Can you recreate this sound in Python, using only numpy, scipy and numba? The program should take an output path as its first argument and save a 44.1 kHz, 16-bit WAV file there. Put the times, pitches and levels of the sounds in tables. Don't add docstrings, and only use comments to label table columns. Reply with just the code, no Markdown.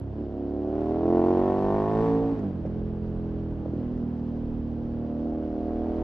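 import sys
import numpy as np
from scipy import signal
from scipy.fft import rfft, irfft, next_fast_len
from scipy.io import wavfile
from scipy.ndimage import uniform_filter1d
from numba import njit

SR = 44100
rng = np.random.default_rng(int(sys.argv[2]) if len(sys.argv) > 2 else 0)


def gain_from_db(level_db):
    decades = np.asarray(level_db, float) / 20
    return 10 ** decades


def inscribe(sig):
    pcm = np.round(np.clip(np.atleast_2d(sig).T, -1, 1) * 32767)
    wavfile.write(sys.argv[1], SR, pcm.astype(np.int16))


N = 265923

# (time [s], peak level [dB], ring [Hz], spray level [dB])
POPS = [
    (2.352, -24, 480, -63),
    (2.389, -19, 299.6, -50),
    (2.55, -34.5, 497, -63.5),
    (2.652, -15, 465.3, -58),
    (2.660, -29.5, 509, -55),
    (2.699, -19.5, 332.9, -63),
    (3.659, -15.5, 485, -65),
    (3.735, -12.5, 306.5, -65),
    (3.973, -41, 355, -58),
]
# (time [s], swing of cycle rate [Hz])
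SNATCHES = [
    (1.106, 0.926),
    (2.701, .4),
    (3.906, .8),
]


def controls(table):
    s, *columns = np.transpose(table)
    return [np.interp(np.arange(N) / SR, s, column) for column in columns]


def curve(table, hz):
    f, value = np.transpose(table)
    return np.interp(np.log(np.maximum(hz, 1)), np.log(f), value)


def bump(s, half_s):
    return np.exp(-((np.arange(N) / SR - s) / half_s) ** 2)


def unit(x):
    return x / np.sqrt(np.mean(x ** 2))


def soft(x, hz):
    return signal.sosfilt(signal.butter(4, hz, fs=SR, output="sos"), x)


def decaying(x, fall_s):
    return signal.lfilter([1], [1, -np.exp(-1 / (fall_s * SR))], x)


@njit
def sweep(x, hz, width):
    y, b, l = np.empty(len(x)), 0., 0.
    for i in range(len(x)):
        g, k = np.tan(np.pi * hz[i] / SR), width[i] / hz[i]
        v = (b + g * (x[i] - l)) / (1 + g * (g + k))
        b, l, y[i] = 2 * v - b, l + 2 * g * v, k * v
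    return y


def svf(x, hz, width_hz):
    return sweep(x, hz, width_hz + np.zeros(N))


def ring(x, modes, sign=-1):
    total = 0
    for k, (hz, width_hz, db) in enumerate(modes):
        total = total + sign ** k * gain_from_db(db) * svf(x, np.full(N, 1. * hz), 1. * width_hz)
    return total


def panned(x, pan_db, lag_samples):
    late = np.interp(np.arange(N) - lag_samples, np.arange(N), x)
    return np.array([x * gain_from_db(pan_db / 2), late * gain_from_db(-pan_db / 2)])


def walk(rate_hz):
    k = int(SR / rate_hz)
    held = np.repeat(rng.standard_normal(N // k + 1), k)
    return 0.46 * uniform_filter1d(uniform_filter1d(held, k), k)[:N]


def noise(colour, flicker_db, rate_hz):
    # (frequency [Hz], correlation [0-1])
    likeness = [(30, 0.974), (70, 0.917), (150, 0.27), (600, 0.82), (1200, 0.65), (2500, 0.17),
                (4000, 0.61), (12000, 0.28)]
    size = next_fast_len(N)
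    hz = np.arange(size // 2 + 1) * SR / size
    alike = np.clip(curve(likeness, hz), 0, 1)
    mid, side = rfft(rng.standard_normal((2, size))) * np.sqrt([1 + alike, 1 - alike])
    both = np.array([mid + side, mid - side]) * gain_from_db(curve(colour, hz))
    out = 0
    for centre_hz in 20 * 2. ** np.arange(10):
        share = np.clip(1 - np.abs(np.log2(np.maximum(hz, 1) / centre_hz)), 0, 1)
        out = out + irfft(both * share, size)[:, :N] * gain_from_db(flicker_db * walk(rate_hz))
    return unit(out)


def mapped(row, hz, throttle):
    cruise_hz = 40
    along = np.interp(throttle, np.linspace(0, 1, len(row) - 1), row[:-1])
    return along + row[-1] * (hz - cruise_hz)


def rocking():
    rock_hz, fall_s = 6.6, .28
    swing = np.zeros(N)
    for s, swing_hz in SNATCHES:
        t = np.maximum(np.arange(N) / SR - s, 0)
        swing += swing_hz * np.sin(2 * np.pi * rock_hz * t) * np.exp(-t / fall_s)
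    return swing


def cycle_rate():
    # (time [s], cycle rate [Hz])
    revs = [(0, 34.7), (.12, 35.4), (.2, 37.1), (.22, 36.8), (.27, 34.6), (.34, 35.6), (.42, 35.4),
            (.64, 36.6), (.93, 39.9), (1.1, 43.19), (1.3, 45.12), (1.72, 50.7), (2.06, 56.15), (2.33, 56.4),
            (2.6, 40.9), (2.65, 40.3), (2.74, 42.3), (3.14, 42.2), (3.68, 40.4), (3.9, 40.6), (4.1, 39.6),
            (4.62, 39.05), (5.1, 38.68), (5.26, 38.7), (5.66, 39.2), (5.84, 39.8), (6.03, 40.8)]
    return controls(revs)[0] + rocking()


def burn_scatter(hz, throttle):
    # (throttle shut, half open, wide open, change per Hz)
    scatter_map = (1.1, .6, .6, 0)
    stumble_db, stumble_s = 1.6, .07
    stumble = np.max([bump(s, stumble_s) for s, *rest in POPS], axis=0)
    return mapped(scatter_map, hz, throttle) + stumble_db * stumble


def beats(turns, db, scatter_db):
    cycles = np.arange(np.ceil(turns[0]), turns[-1])
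    chance = rng.standard_normal((400, 2))[:len(cycles)]
    jitter = .0012 * scatter_db[np.searchsorted(turns, cycles)] * chance[:, 0]
    at = np.interp(cycles + jitter, turns, np.arange(N))
    i = at.astype(int)
    size = gain_from_db(db[i] + scatter_db[i] * chance[:, 1])
    pulses = np.zeros(N + 1)
    pulses[i] += size * (1 - at + i)
    pulses[i + 1] += size * (at - i)
    return pulses[:N]


def cylinders(turns, scatter_db):
    # (time [s], exhaust delay [cycles], gap between beats [cycles], rear beat [dB], rear gulp [dB])
    timing = [(0, 0.393, 0.51, -2.5, 2), (.2, 0.579, .48, 2, 5.5), (.4, .47, .495, 3.3, 0.48),
              (.8, 0.456, .53, -1.5, -0.28), (1.2, 0.573, .52, -2, -2.5), (1.6, 0.5076, 0.5193, -5, -1.5),
              (2.0, 0.548, .52, -1, -1), (2.1, 0.559, 0.5663, -4, -0.5), (2.33, 0.704, 0.5529, -2, 1),
              (2.6, 0.64, .45, 2, 2), (3.0, 0.692, .445, -2.5, 2.5), (3.7, .62, .447, 1.5, 7),
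              (3.85, 0.573, .46, -4.5, 6.5), (4.6, 0.6063, .46, -0.5, 6), (5.1, 0.5396, .5, -1, 0.5),
              (5.4, .45, .51, -2, -1.5), (5.7, 0.4354, .51, -1.5, -1.5), (6.03, .44, .52, -1, -1.5)]
    firing_gap_cycles = .392
    delay, gap, rear_beat_db, rear_gulp_db = controls(timing)
    even, late = np.zeros(N), turns - delay
    gulps = beats(turns, even, scatter_db) + beats(turns - firing_gap_cycles, rear_gulp_db, scatter_db)
    front = beats(late, even, scatter_db)
    puffs = front + beats(late - gap, rear_beat_db, scatter_db)
    return gulps, front, puffs


def suction(gulps, edge_db):
    opening = np.clip(gain_from_db(edge_db), 0, 1)
    return -(1 - opening) * soft(gulps, 592.3) - opening * soft(gulps, 1068)


def airbox(suck, hz, throttle, intake_db, echo_ms, echo_db, airbox_hz, side_db):
    # (frequency [Hz], width [Hz], level [dB])
    side_chambers = [(225, 70, -19), (340, 60, -10)]
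    # (shut, half open, wide open, change per Hz)
    width_map = (88, 166, 197, -6)
    chamber_hz_map = (415, 410, 435, 1.6)
    chamber_db_map = (-2, -15.5, -16.5, 1.6485)
    echo = np.interp(np.arange(N) - echo_ms * SR / 1000, np.arange(N), suck)
    bark = suck + gain_from_db(echo_db) * echo
    width_hz = np.maximum(mapped(width_map, hz, throttle), 25)
    chamber = svf(suck, mapped(chamber_hz_map, hz, throttle), 21.0)
    chamber = gain_from_db(mapped(chamber_db_map, hz, throttle) + side_db) * chamber
    box = svf(bark, airbox_hz, width_hz) + ring(bark, side_chambers) + chamber
    return panned(unit(box) * gain_from_db(intake_db), -1.6, 3)


def snorkel_rasp(suck, gulps, puffs, hz, throttle, edge_db, intake_db, snorkel_db, trumpet_db):
    # (frequency [Hz], width [Hz], level [dB])
    snorkel_modes = [(509.6, 25, -5.5), (578, 21, -20.5), (663, 12, -11.5), (704.8, 38, 9),
                     (775.5, 81, 3.5)]
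    trumpet_modes = [(908.7, 93, 1.5), (1119, 100, -2.5), (1800, 59, -4), (1513, 99, -14.5)]
    # (shut, half open, wide open, change per Hz)
    rasp_map = (-33, -11, -11.5, 0.3692)
    crack_map = (-2.5, -13.5, -18.5, 0.4928)
    driven = suck + gain_from_db(mapped(crack_map, hz, throttle)) * soft(puffs, 910)
    snorkel = soft(ring(driven, snorkel_modes, sign=0.928), 1100)
    trumpets = ring(-soft(gulps, 1300), trumpet_modes)
    rasp = unit(snorkel + gain_from_db(edge_db + trumpet_db - snorkel_db) * trumpets)
    return panned(rasp * gain_from_db(intake_db + mapped(rasp_map, hz, throttle) + snorkel_db), .7, 2.5)


def gas_hiss(gulps, hz, throttle):
    # (frequency [Hz], density [dB per Hz])
    hiss_colour = [(500, 0.5), (1000, -5), (1800, -17), (2600, -22), (4000, -30.5), (6000, -37),
                   (7500, -47), (8600, -42), (9600, -58.5), (10400, -48.5), (11000, -58.5), (11800, -61),
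                   (13000, -80.5)]
    # (shut, half open, wide open, change per Hz)
    hiss_map = (-67.5, -64, -55, 0.4)
    depth_map = (0.11, 0.14, .45, 0.0043)
    gate = 1 + mapped(depth_map, hz, throttle) * unit(decaying(soft(gulps, 700), 0.0027))
    return gate * noise(hiss_colour, 1.5, 25) * gain_from_db(mapped(hiss_map, hz, throttle) + 11.5)


def tappets(turns, hz, throttle):
    # (share of the cycle [cycles], level [dB])
    seatings = [
        (0.121, -0.5),
        (.31, -2.5),
        (0.551, -1.5),
        (.83, -4.5),
    ]
    # (shut, half open, wide open, change per Hz)
    tappet_map = (-84, -79, -72, 0.1067)
    even = np.zeros(N)
    seats = sum(beats(turns - at, even + db, even + 3) for at, db in seatings)
    clatter = decaying(seats, 0.0019) * rng.standard_normal((2, N))
    clatter = clatter + .4 * clatter[::-1]
    ticks = np.array([svf(side, even + 2900.0, 1900.) for side in clatter])
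    return unit(soft(ticks, 6500)) * gain_from_db(mapped(tappet_map, hz, throttle) - 6 * bump(0, .6))


def frame_shake(front, puffs, hz, throttle):
    # (shut, half open, wide open, change per Hz)
    shake_map = (-40, -43, -36, 0.1872)
    crank = svf(svf(-soft(puffs, 377), 2 * hz, 41.0), 2 * hz, 41.0)
    rock = svf(svf(soft(front, 2000), hz, 9.2), hz, 9.2)
    shake = unit(crank / hz) * gain_from_db(mapped(shake_map, hz, throttle)) + unit(rock / hz) * gain_from_db(-53.5)
    return panned(shake, -2.3, 0)


def header_boom(front):
    # (time [s], resonance [Hz], level [dB])
    header = [(0, 100, -32), (.25, 98.7, -44), (.4, 83.22, -47), (.8, 115.9, -55.5), (1.2, 160.7, -44.5),
              (1.5, 188.7, -31), (1.8, 191.8, -30.5), (2.0, 186.1, -30), (2.2, 195.4, -29.5),
              (2.34, 191.5, -35), (2.45, 166.9, -40), (2.7, 136.1, -36.5), (3.7, 127.4, -38.5),
              (4.6, 125.3, -40.5), (5.0, 124.7, -39.5), (5.25, 159, -42.5), (5.7, 160.7, -45.5),
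              (6.03, 150, -46.5)]
    header_hz, header_db = controls(header)
    boom = svf(svf(soft(front, 2700), header_hz, 55.0), header_hz, 55.0)
    return panned(unit(boom) * gain_from_db(header_db), -2.3, 0)


def silencer_drone(puffs, drone_hz, drone_db):
    drone = svf(-soft(puffs, 377), drone_hz, 31.0)
    return panned(unit(drone) * gain_from_db(drone_db), -2.2, 0.45)


def tailpipe_thump(turns, scatter_db, hz, throttle, thump_db):
    # (shut, half open, wide open, change per Hz)
    phase_map = (.74, .73, 0.7218, 0.00332)
    thump_hz_map = (240, 402, 158.5, 0.37)
    pulses = beats(turns - mapped(phase_map, hz, throttle), np.zeros(N), scatter_db)
    thump_hz = np.clip(mapped(thump_hz_map, hz, throttle), 150, 600)
    thump = svf(-soft(pulses, 700), thump_hz, 220.0)
    return panned(unit(thump) * gain_from_db(thump_db), -2.2, 0.45)


def engine():
    # (time [s], throttle [0-1], intake level [dB], drone level [dB], thump level [dB])
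    load = [(0, .05, -37, -40, -66), (.12, .05, -44, -40.5, -48.5), (.2, 0.2, -35, -33, -43),
            (.27, 0.2, -34.5, -43.5, -49.5), (.34, .4, -34, -38, -45.5), (.62, .4, -31, -35, -40),
            (.8, 0.86, -27.5, -38.5, -39), (1.02, .81, -24.5, -34, -39.5), (1.09, 0.85, -21, -27, -42.5),
            (1.27, 0.98, -20.5, -36, -47.5), (1.5, 0.93, -22, -33, -37.5), (1.72, 0.85, -23, -45.5, -45),
            (2.0, 0.82, -26, -27, -42), (2.08, 0.83, -31, -32.5, -40.5), (2.22, 0.55, -34, -26, -35),
            (2.32, .55, -38, -26.5, -44), (2.36, .45, -41, -34, -55.5), (2.45, .3, -34.5, -26, -55),
            (2.58, .07, -37, -37.5, -45.5), (2.75, .06, -36.5, -35, -48), (3.2, 0.07, -36.5, -36, -51.5),
            (3.7, 0, -40.5, -36.5, -51), (3.8, 0.3, -40.5, -30, -48), (4.0, 0, -40.5, -28, -53.5),
            (4.1, .18, -43, -29, -60.5), (4.64, .11, -43.5, -32, -61), (5.1, .35, -33, -34.5, -48),
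            (5.5, .55, -31.5, -37.5, -49.5), (5.8, .67, -30, -32, -38.5), (6.03, .78, -29.5, -35.5, -35.5)]
    # (time [s], runner round trip [ms], echo level [dB], silencer [Hz], airbox [Hz])
    pipes = [(0, 3.1, -5, 220.9, 321.7), (.3, 3, -6, 255.5, 306.9), (.6, 3, -2, 245.6, 312.4),
             (.9, 2.95, -2.5, 233.9, 355.3), (1.3, 2.9, -1.5, 226.4, 341), (1.6, 3.1, -7.5, 200.2, 347.8),
             (2.0, 2.2, -6.5, 203.2, 353.6), (2.08, 2.8, -13.5, 280.4, 342.7),
             (2.33, 3.3, -12.5, 278.3, 316), (2.42, 3, -9, 239.1, 321.1), (2.55, 3.2, -6.5, 215.1, 325.5),
             (2.7, 3.3, -8.5, 209, 308.9), (3.2, 3.4, -5, 208.8, 304.9), (3.7, 3.4, -6.5, 210.1, 312.2),
             (3.8, 3.8, -4.5, 241.9, 322), (4.1, 4.4, -2.5, 228, 318), (4.8, 3.65, -5.5, 227.5, 324.3),
             (5.3, 3.4, -1, 239.6, 295.6), (5.7, 3.2, -5.5, 243.2, 316), (6.03, 3.1, -6.5, 241.6, 332.7)]
    # (time [s], side chamber [dB], snorkel [dB], throttle bodies [dB])
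    singing = [(0, 0, -1.5, 4), (.3, -1, -.5, 4.5), (.7, .5, -0.5, 2.5), (1.1, 0, 1, 0.5),
               (1.5, -1.5, .5, 2), (1.95, -4.5, .5, 3), (2.1, 0, 1.5, 5.5), (2.28, -1, 1.5, 3),
               (2.36, -6, 0.5, 1.5), (2.7, 0, .5, 1.5), (3.6, -.5, -1, .5), (3.8, -1.5, 2, .5),
               (4.1, -1, -0.5, -.5), (4.9, -1, .5, -.5), (5.4, -2, 1, -1), (6.03, -2, 2, 1.5)]
    # (shut, half open, wide open, change per Hz)
    edge_map = (-10, -21, -12, 0.5)
    throttle, intake_db, drone_db, thump_db = controls(load)
    echo_ms, echo_db, drone_hz, airbox_hz = controls(pipes)
    side_db, snorkel_db, trumpet_db = controls(singing)
    hz = cycle_rate()
    turns = np.cumsum(hz) / SR + .92
    scatter_db = burn_scatter(hz, throttle)
    gulps, front, puffs = cylinders(turns, scatter_db)
    edge_db = mapped(edge_map, hz, throttle)
    suck = suction(gulps, edge_db)
    out = airbox(suck, hz, throttle, intake_db, echo_ms, echo_db, airbox_hz, side_db)
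    out = out + snorkel_rasp(suck, gulps, puffs, hz, throttle, edge_db, intake_db, snorkel_db, trumpet_db)
    out = out + gas_hiss(gulps, hz, throttle) + tappets(turns, hz, throttle)
    out = out + frame_shake(front, puffs, hz, throttle) + header_boom(front)
    out = out + silencer_drone(puffs, drone_hz, drone_db)
    return out + tailpipe_thump(turns, scatter_db, hz, throttle, thump_db)


def running_gear():
    # (frequency [Hz], density [dB per Hz])
    whirr_colour = [(150, -8.5), (400, -4.5), (800, -13), (1250, -28.5), (1500, -25.5), (2200, -37.5),
                    (3000, -35), (3800, -43), (4700, -43.5), (6000, -50.5), (7500, -61), (10000, -75.5),
                    (13500, -110)]
    whirr_db, slow_start_db, slow_start_s = -46, -2, 0.44
    return noise(whirr_colour, 3.6, 31) * gain_from_db(whirr_db + slow_start_db * bump(0, slow_start_s))


def wind():
    # (frequency [Hz], density [dB per Hz])
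    wind_colour = [(15, -15.5), (27, -1.5), (45, 6), (65, 0), (95, -10.5), (150, -20.5), (250, -21),
                   (500, -43.5), (2500, -120)]
    # (time [s], peak level [dB], half length [s])
    gust_table = [(1.605, -51, 0.32), (2.147, -44, 0.35), (2.753, -38.5, 0.11), (3.109, -40, 0.3),
                  (3.53, -44.5, 0.14), (3.946, -46.5, 0.085), (4.55, -39.5, .12), (4.937, -44, 0.14),
                  (5.252, -45.5, 0.085), (5.745, -44, 0.33), (6.03, -43.5, 0.088), (4.306, -49, 1.2)]
    calm_db = -61
    gusts = gain_from_db(calm_db) + sum(gain_from_db(db) * bump(s, half_s) for s, db, half_s in gust_table)
    return noise(wind_colour, 5, 9) * gusts * gain_from_db(np.array([[-1.1], [1.1]]))


def afterfire():
    out, t = np.zeros(N), np.arange(1500) / SR
    swell = (1 - np.exp(-t / 0.00088)) ** 2
    for s, db, hz, spray_db in POPS:
        grit = rng.standard_normal(len(t))
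        grit = soft(grit, 2500) + .3 * soft(grit, 6500)
        tone = np.sin(2 * np.pi * hz * t) * np.exp(-t / .0025)
        spray = gain_from_db(spray_db - db) * 3 * grit * np.exp(-t / .008)
        start = int(s * SR)
        out[start:start + len(t)] += gain_from_db(db) * (tone + spray) * swell
    return panned(out, -.6, 2.3)


def scene():
    return engine() + running_gear() + wind() + afterfire()


def top_cut(x):
    return signal.sosfilt(signal.butter(12, 12900, fs=SR, output="sos"), x)


def record(dry):
    tick_db, tick_fall_s = -50, 0.00043
    tick = gain_from_db(tick_db) * rng.standard_normal(N) * np.exp(-np.arange(N) / (tick_fall_s * SR))
    ending = np.minimum((N - np.arange(N)) / 200, 1)
    return top_cut(dry * ending + tick)


dry = scene()
out = record(dry)
inscribe(out)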